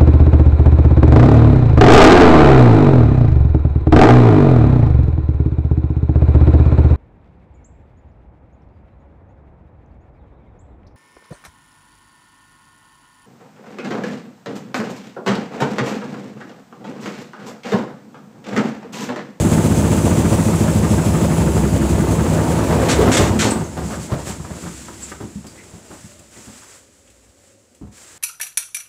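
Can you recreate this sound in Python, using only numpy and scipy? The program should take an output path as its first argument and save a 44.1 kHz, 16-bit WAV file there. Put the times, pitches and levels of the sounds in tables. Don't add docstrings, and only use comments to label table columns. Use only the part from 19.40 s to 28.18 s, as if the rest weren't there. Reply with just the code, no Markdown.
import sys
import numpy as np
from scipy import signal
from scipy.fft import rfft, irfft
from scipy.io import wavfile
from scipy.ndimage import uniform_filter1d

SR = 44100
rng = np.random.default_rng(int(sys.argv[2]) if len(sys.argv) > 2 else 0)


def bounce(signal):
    frames = np.transpose(np.atleast_2d(signal))
    limited = np.clip(frames, -1, 1)
    pcm = np.round(limited * 32767).astype(np.int16)
    wavfile.write(sys.argv[1], SR, pcm)


N = 387198
TIME = np.arange(N) / SR

# time in seconds, speed in turns per second.
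DRUM_SPEED = [(0, 8.007), (.5, 7.477), (1, 7.028), (1.5, 6.517), (2, 6.03), (2.5, 5.488), (3, 4.923),
              (3.5, 4.256), (4, 3.5), (4.5, 2.8), (5.5, 2), (6.5, 1.4), (7.5, .7), (8.8, .2)]
def drum():
    speed, = in_time(DRUM_SPEED)
    return np.cumsum(speed) / SR, speed

# position in turns, strength in dB, width in turns.
BEARING_PITS = [(0.045, -4, 0.028), (0.142, -2, 0.0088), (0.214, -26, 0.03), (0.318, -8, 0.0033),
                (0.391, -2, 0.0071), (0.436, 6, 0.045), (0.475, 0, 0.016), (0.557, -4, 0.0044),
                (0.662, -8.5, 0.0061), (0.887, 4, 0.0093), (0.949, -1, 0.0072)]
# pitch in Hz, level in dB.
GRIND_SPECTRUM = [(20, -25), (40, -19), (65, 4), (120, -12), (250, -8.5), (400, -16), (700, -25),
                  (3000, -57)]
def bearing(turns, speed):
    pits = sum(from_db(db) * np.exp(-(turns_from(turns, angle) / width) ** 2)
               for angle, db, width in BEARING_PITS)
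    knocks = evened(cabinet(pits * from_db(.5 * drift(25)), direct=0.11), 0.0317)
    track = np.interp(turns, np.linspace(0, 1, 1024), rng.standard_normal(1024), period=1)
    roughness = colour(0.8 * rms_one(track) + 4 * noise(), GRIND_SPECTRUM)
    grind = evened(cabinet(roughness, direct=0.2), 0.043)
    knock_share = np.interp(speed, [2, 4.5, 6.5], [.15, .55, .92])
    return np.sqrt(knock_share) * knocks + np.sqrt(1 - knock_share) * grind

# pitch in Hz, width in Hz, level in dB.
PANEL_NOTES = [(67.9, 4.9, -6), (80.7, 5.2, -5.5), (103.4, 9.4, -0.5), (163.7, 10.7, 3.5), (212.4, 9.2, 3),
               (250.6, 29, -1.5), (274.5, 11, 0.5), (323.6, 25, 2.5), (398, 21, -6), (495, 8.1, -27),
               (553, 17, -11.5), (660, 19, -24), (884, 25, 8)]
def cabinet(x, direct):
    ringing = sum((-1) ** k * from_db(db) * resonance(x, hz, width)
                  for k, (hz, width, db) in enumerate(PANEL_NOTES))
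    return ringing + direct * resonance(x, 420, 500)

# position in turns, width in turns, then the swell of rumble, roar and
# hiss in dB, before the speed scales it.
LOAD_PUSHES = [(.04, .18, 6.5, 2.8, 2.5), (.49, 0.15, 6, 0.7, 0.6)]
def surges(turns, speed):
    swell_db = np.array([-4, -1, 1.5])[:, None]
    for angle, width, *db in LOAD_PUSHES:
        away = turns_from(turns, angle) / width
        swell_db = swell_db + np.outer(db, np.exp(-away ** 4))
    return swell_db * np.interp(speed, [2, 4.5, 6.5], [.1, .45, 1.05])

SWING_SPEED, SWING_WIDTH = 4.26, 0.6
SETTLE_SPEED, SETTLE_WIDTH = 3.386, 0.033
def coasting(speed, db, fast_db, swing_db, drop_db, slow_db):
    doublings = np.log2(speed / SETTLE_SPEED)
    db_per_doubling = np.where(doublings > 0, fast_db, slow_db)
    swing = np.exp(-((speed - SWING_SPEED) / SWING_WIDTH) ** 2)
    settled = .5 + .5 * np.tanh((SETTLE_SPEED - speed) / SETTLE_WIDTH)
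    return from_db(db + db_per_doubling * doublings + swing_db * swing - drop_db * settled)

# pitch in Hz, level in dB.
ROAR_SPECTRUM = [(250, 0.5), (450, 8), (650, 5), (780, -1), (900, 1), (1100, -3.5), (1400, -8), (2000, -12),
                 (3200, -20), (5000, -23), (9000, -33.5)]
def drum_roar():
    return from_db(1.44 * drift(70)) * colour(gritty(2500, smooth=1.0), ROAR_SPECTRUM)

# pitch as a multiple of the rate of passing bars, level in dB.
WHINE_TONES = [(2, 1), (3, 2), (3.3, -3), (3.67, -6), (4, 3), (4.3, -2), (4.67, -5), (5, 3), (5.3, -2),
               (6, 4), (6.3, -3), (7, 3), (7.3, -3)]
# pitch in Hz, gain in dB.
HOUSING_GAIN = [(4000, -6), (5500, 1), (6500, 3), (8000, 1), (10000, 3), (10800, 0), (11800, -9),
                (14000, -10), (15300, -5)]
# pitch in Hz, level in dB.
FAST_HISS = [(1200, -28), (2500, -4), (4000, -9.5), (5500, -9), (6500, -3), (7700, 0.5), (9000, -7),
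             (10800, -10), (12000, -17), (15500, -15)]
SLOW_HISS = [(300, -6), (800, -5), (1500, -1.5), (2500, -4), (4000, -6.5), (5000, -4.5), (6000, -3.5),
             (7500, 3.5), (8300, -0.5), (9200, -7), (10800, -9.5), (12000, -17), (15500, -18)]
BARS_PER_TURN = 414.75
def motor(turns, speed):
    flutter = from_db(0.78 * drift(50))
    whine = 0
    for multiple, db in WHINE_TONES:
        hz = multiple * BARS_PER_TURN * speed
        phase = 2 * np.pi * multiple * BARS_PER_TURN * turns
        tone = from_db(2 * drift(14)) * (drift(200) * np.sin(phase) + drift(200) * np.cos(phase))
        whine = whine + from_db(db) * at_hz(HOUSING_GAIN, hz) * tone * (hz < SR / 2)
    whine_db = np.interp(speed, [3, 4.5, 7], [-40, -22.5, -18])
    fast_share = np.clip(speed - 3, 0, 1)
    fast_hiss = np.sqrt(fast_share) * colour(gritty(9000, smooth=1.0), FAST_HISS)
    slow_hiss = np.sqrt(1 - fast_share) * colour(gritty(3000, smooth=2.6), SLOW_HISS)
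    return flutter * (fast_hiss + slow_hiss + from_db(whine_db) * whine)

# start in seconds, level in dB, contact time in seconds.
TUB_RUBS = [(3.449, -34, .012), (3.485, -19, 0.04), (3.61, -28, 0.016), (3.715, -18.5, 0.043),
            (3.768, -17, 0.011), (3.81, -30, 0.072), (3.932, -44, 0.0066), (3.989, -18.5, 0.037),
            (4.04, -28.5, 0.047), (4.107, -37, .012), (4.857, -43, 0.071)]
# pitch in Hz, level in dB.
RASP_SPECTRUM = [(150, -38), (500, -36), (1300, 2), (2200, -0.5), (3300, -3), (5000, -7), (7800, -2.5),
                 (9500, -15), (12000, -24), (15500, -36)]
def rasps():
    force = sum(from_db(db) * contact(s, hold, rise=0.0011, t60=.13) for s, db, hold in TUB_RUBS)
    crack = sum(from_db(.5 * db) * contact(s, .006, rise=.001, t60=.06) for s, db, _ in TUB_RUBS)
    scrape = colour(room(gritty(2500, smooth=1.0), t60=0.34, echo_db=-11), RASP_SPECTRUM)
    crackle = rms_one(high_pass(gritty(2500, smooth=.4), hz=7000, order=2))
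    return force * scrape + from_db(-26) * crack * crackle

# start in seconds, thud strength in dB, ring pitch
# in Hz, slap level in dB, contact time in seconds.
KNOCKS_AND_FALLS = [(3.585, -12, 436, -18, 0.038), (3.658, -32, 370, -14, 0.031),
                    (3.793, -12.5, 91, -15, 0.039), (3.887, -15.5, 114, -27, 0.012),
                    (4.052, -23, 237, -20.5, 0.073), (4.155, -22.5, 236, -26.5, 0.02),
                    (4.202, -21, 162, -33.5, 0.024), (4.368, -22, 162, -23.5, 0.012),
                    (4.411, -25.5, 164, -39, 0.048), (4.501, -29.5, 214, -30, 0.032),
                    (4.563, -29.5, 164, -41, 0.039), (4.716, -15.5, 137, -24.5, 0.0056),
                    (4.867, -28.5, 170, -31, 0.029), (4.999, -27, 157, -60, 0.01),
                    (5.105, -27, 165, -34, 0.013), (5.226, -31.5, 171.6, -36.5, 0.053),
                    (5.483, -37.5, 338, -38, 0.01), (5.714, -39, 330, -34, 0.0058),
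                    (5.802, -31.5, 334, -34.5, 0.016), (5.832, -31, 282, -52, 0.016),
                    (5.953, -27, 185, -62, 0.0056), (6.043, -39, 253, -41, 0.017),
                    (6.335, -35.5, 174, -46, 0.0056), (6.503, -43.5, 320, -39, 0.038),
                    (6.64, -37.5, 162, -67, 0.011), (6.795, -47, 156, -50, 0.0098),
                    (6.958, -45, 267, -48, 0.029), (7.071, -38, 246, -46.5, 0.015),
                    (8.412, -32, 239, -47.5, 0.014), (8.426, -42, 70.4, -65, 0.031),
                    (8.47, -45, 190, -56, 0.017)]
# pitch in Hz, level in dB.
THUD_SPECTRUM = [(25, -41), (60, 13.5), (110, 4.5), (170, -4.5), (260, -8), (380, -17.5), (700, -36),
                 (3000, -70)]
SLAP_SPECTRUM = [(120, -1), (300, 7.5), (550, 1), (800, -0.5), (1250, -5), (1700, -11.5), (2200, -17),
                 (6000, -27.5), (15000, -33.5)]
def thumps():
    thud, ring, slap = np.zeros((3, N))
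    waver = 0.00097 * drift(90)
    for s, thud_db, hz, slap_db, hold in KNOCKS_AND_FALLS:
        push = from_db(thud_db) * contact(s, hold, rise=0.002, t60=0.16)
        near = slice(int(s * SR), int((s + .5) * SR))
        thud += push
        ring[near] += push[near] * np.sin(2 * np.pi * hz * (TIME[near] - s + waver[near]))
        slap += from_db(slap_db) * contact(s, hold, rise=0.00073, t60=0.19)
    boom = evened(cabinet(colour(noise(), THUD_SPECTRUM), direct=0.32), 0.033)
    splatter = evened(colour(grit(per_s=2500, spread_db=-0.5), SLAP_SPECTRUM), 0.056)
    return 0.79 * thud * boom + 1.17 * ring + slap * splatter

# position in turns, level in dB, pitch in Hz, contact time in
# seconds (below zero, the clack starts partly faded).
SPIN_CLACKS = [(0.86, -21, 780, -0.0136), (.4, -31, 1300, 0.022)]
# start in seconds, level in dB, pitch in Hz, contact time in seconds.
TUMBLE_CLACKS = [(4.529, -35, 1260, 0.026), (4.718, -37.5, 1050, 0.011), (4.996, -42, 820, .012),
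                 (5.047, -35.5, 960, 0.0066), (5.103, -38, 880, 0.01), (5.26, -40, 1300, 0.023),
                 (5.483, -35, 1160, 0.0086), (5.716, -33, 1300, 0.0086), (6.958, -51, 1800, .015),
                 (7.22, -49.5, 1130, 0.024), (7.675, -58, 3000, 0.0036)]
def clacks(turns, speed):
    chatter = gritty(4000, smooth=0.71)
    spinning = speed[1:] > SWING_SPEED
    repeated = []
    for angle, *clack in SPIN_CLACKS:
        passing = np.diff(np.floor(turns - angle)) > 0
        repeated.append((TIME[1:][spinning & passing], *clack))
    out = 0
    for starts, db, hz, hold in repeated + TUMBLE_CLACKS:
        force = sum(contact(s, hold, rise=0.00046, t60=0.04) for s in np.atleast_1d(starts))
        rattle = evened(resonance(resonance(chatter, hz, 770), hz, 800), 0.0062)
        out = out + from_db(db) * force * rattle
    return out

# start in seconds, length in seconds, hiss level in dB, scuff level in dB.
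LAUNDRY_SLIDES = [(4.42, 0.12, -37.5, -36), (4.591, 0.052, -37, -56), (4.681, 0.074, -53, -29.5),
                  (4.772, 0.032, -41, -33.5), (4.843, 0.056, -32.5, -42), (5.03, 0.14, -46, -39.5),
                  (5.16, 0.26, -40.5, -72), (5.44, 0.28, -44.5, -56), (5.597, 0.045, -43, -54),
                  (5.78, 0.27, -58, -59), (6.113, 0.38, -58, -50), (6.48, 0.23, -48.5, -61),
                  (6.904, 0.46, -45.5, -56.5), (7.97, 0.14, -56.5, -77), (8.512, 0.27, -45.5, -60)]
def slides():
    return sum(np.outer(from_db(db), contact(s, length, rise=0.022, t60=0.31))
               for s, length, *db in LAUNDRY_SLIDES)

# start in seconds, pitch in Hz, level in dB, contact time in seconds.
SEAL_SQUEAKS = [(4.105, 8050, -20, 0.0078), (4.237, 6440, -42, 0.016), (5.623, 7660, -34.5, 0.021),
                (5.63, 7330, -35, 0.02), (6.066, 4750, -48, .012), (6.175, 1990, -46.5, 0.038)]
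def squeaks():
    out = 0
    for s, hz, db, hold in SEAL_SQUEAKS:
        whistle = rms_one(resonance(resonance(noise(), hz, 560), hz, 560))
        out = out + from_db(db) * contact(s, hold, rise=0.0011, t60=0.094) * whistle
    return out

# start in seconds, level in dB.
BUTTON_TICKS = [(6.067, -41), (6.792, -45), (7.582, -60), (7.701, -50), (8.348, -52)]
def ticks():
    taps = sum(from_db(db) * contact(s, 0.0024, rise=0.00037, t60=0.072) for s, db in BUTTON_TICKS)
    return taps * colour(noise(), FAST_HISS)

# time in seconds, pitch in Hz, level in dB.
DRIVE_DRONE = [(6.55, 610, -84), (6.72, 584, -50), (6.95, 579, -60), (7.5, 548, -60.5), (8.3, 546, -57),
               (8.5, 518, -65)]
# time in seconds, level in dB.
HUM_LEVEL = [(7.45, -85), (7.7, -56), (7.9, -52), (8.02, -89)]
def drones():
    hz, drone_db = in_time(DRIVE_DRONE)
    hum_db, = in_time(HUM_LEVEL)
    phase = 2 * np.pi * np.cumsum(hz) / SR
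    drone = (drift(110) * np.sin(phase) + drift(120) * np.cos(phase)) / np.sqrt(2)
    return from_db(drone_db) * drone + from_db(hum_db) * np.sin(2 * np.pi * 59.0 * TIME)

# pitch in Hz, level in dB.
AIR_SPECTRUM = [(25, -24), (60, 1), (105, 8), (150, -13), (215, 4), (400, 0), (600, -7.5), (750, -8),
                (1500, -39), (4000, -33), (12000, -38)]
def still_air():
    return from_db(-57.5) * colour(noise(), AIR_SPECTRUM)

def room(x, t60, echo_db):
    age = TIME[:SR // 2]
    tail = rng.standard_normal(len(age)) * from_db(-60 * age / t60) * (age > .004)
    return x + from_db(echo_db) * signal.fftconvolve(x, tail / np.linalg.norm(tail))[:N]

def contact(start, hold, rise, t60):
    out, first = np.zeros(N), int(start * SR)
    age = TIME[:min(N - first, SR)]
    fade = from_db(-60 * np.maximum(age - hold, 0) / t60)
    out[first:first + len(age)] = (1 - np.exp(-age / rise)) * fade
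    return out

def noise():
    return rng.standard_normal(N)

def grit(per_s, spread_db):
    return (rng.random(N) < per_s / SR) * noise() * from_db(spread_db * noise())

def gritty(per_s, smooth):
    return rms_one(grit(per_s, spread_db=-1.0)) + smooth * noise()

def drift(rate):
    knots = rng.standard_normal(N // 20)
    return rms_one(np.interp(TIME * rate, np.arange(len(knots)), knots))

def resonance(x, hz, width_hz):
    r = np.exp(-np.pi * width_hz / SR)
    feedback = [1, -2 * r * np.cos(2 * np.pi * hz / SR), r * r]
    return signal.lfilter(np.array([1, 0, -1]) * (1 - r * r) / 2, feedback, x + 1e-18)

def high_pass(x, hz, order):
    return signal.sosfilt(signal.butter(order, hz, "high", fs=SR, output="sos"), x)

def colour(x, spectrum):
    return rms_one(irfft(rfft(x) * at_hz(spectrum, np.arange(N // 2 + 1) * SR / N), N))

def at_hz(spectrum, hz):
    knots, db = np.transpose(spectrum)
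    return from_db(np.interp(np.log(hz + 1), np.log(knots), db))

def in_time(rows):
    times, *columns = np.transpose(rows)
    return [np.interp(TIME, times, column) for column in columns]

def turns_from(turns, angle):
    return (turns - angle + .5) % 1 - .5

def evened(x, window_s):
    return x / np.sqrt(np.abs(uniform_filter1d(x ** 2, int(window_s * SR))) + 1e-12)

def rms_one(x):
    return x / np.sqrt(np.mean(x ** 2) + 1e-20)

def from_db(db):
    return 10 ** (np.asarray(db) / 20)

def scene():
    turns, speed = drum()
    rumble_swell, roar_swell, hiss_swell = from_db(surges(turns, speed))
    swish, scuff = slides()
    rumble_gain = coasting(speed, db=-17, fast_db=3, swing_db=-0.1, drop_db=11, slow_db=16.5)
    roar_gain = coasting(speed, db=-25.5, fast_db=2, swing_db=6, drop_db=7.5, slow_db=28)
    hiss_gain = coasting(speed, db=-39.5, fast_db=5, swing_db=2.5, drop_db=2, slow_db=6)
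    rumble = rumble_gain * rumble_swell * bearing(turns, speed)
    roar = np.hypot(roar_gain, scuff) * roar_swell * drum_roar()
    hiss = np.hypot(hiss_gain, swish) * hiss_swell * motor(turns, speed)
    blows = room(rasps() + thumps() + clacks(turns, speed) + squeaks() + ticks(), t60=0.29, echo_db=-6)
    return (rumble + roar + hiss + blows + still_air() + drones())[None]

def record(dry):
    ceiling, cutoff_hz = 0.95, 15550
    rounded = ceiling * np.tanh(high_pass(dry, hz=48, order=3) / ceiling)
    return signal.sosfilt(signal.ellip(12, .1, 90, cutoff_hz, fs=SR, output="sos"), rounded)

dry = scene()
out = record(dry)
bounce(out)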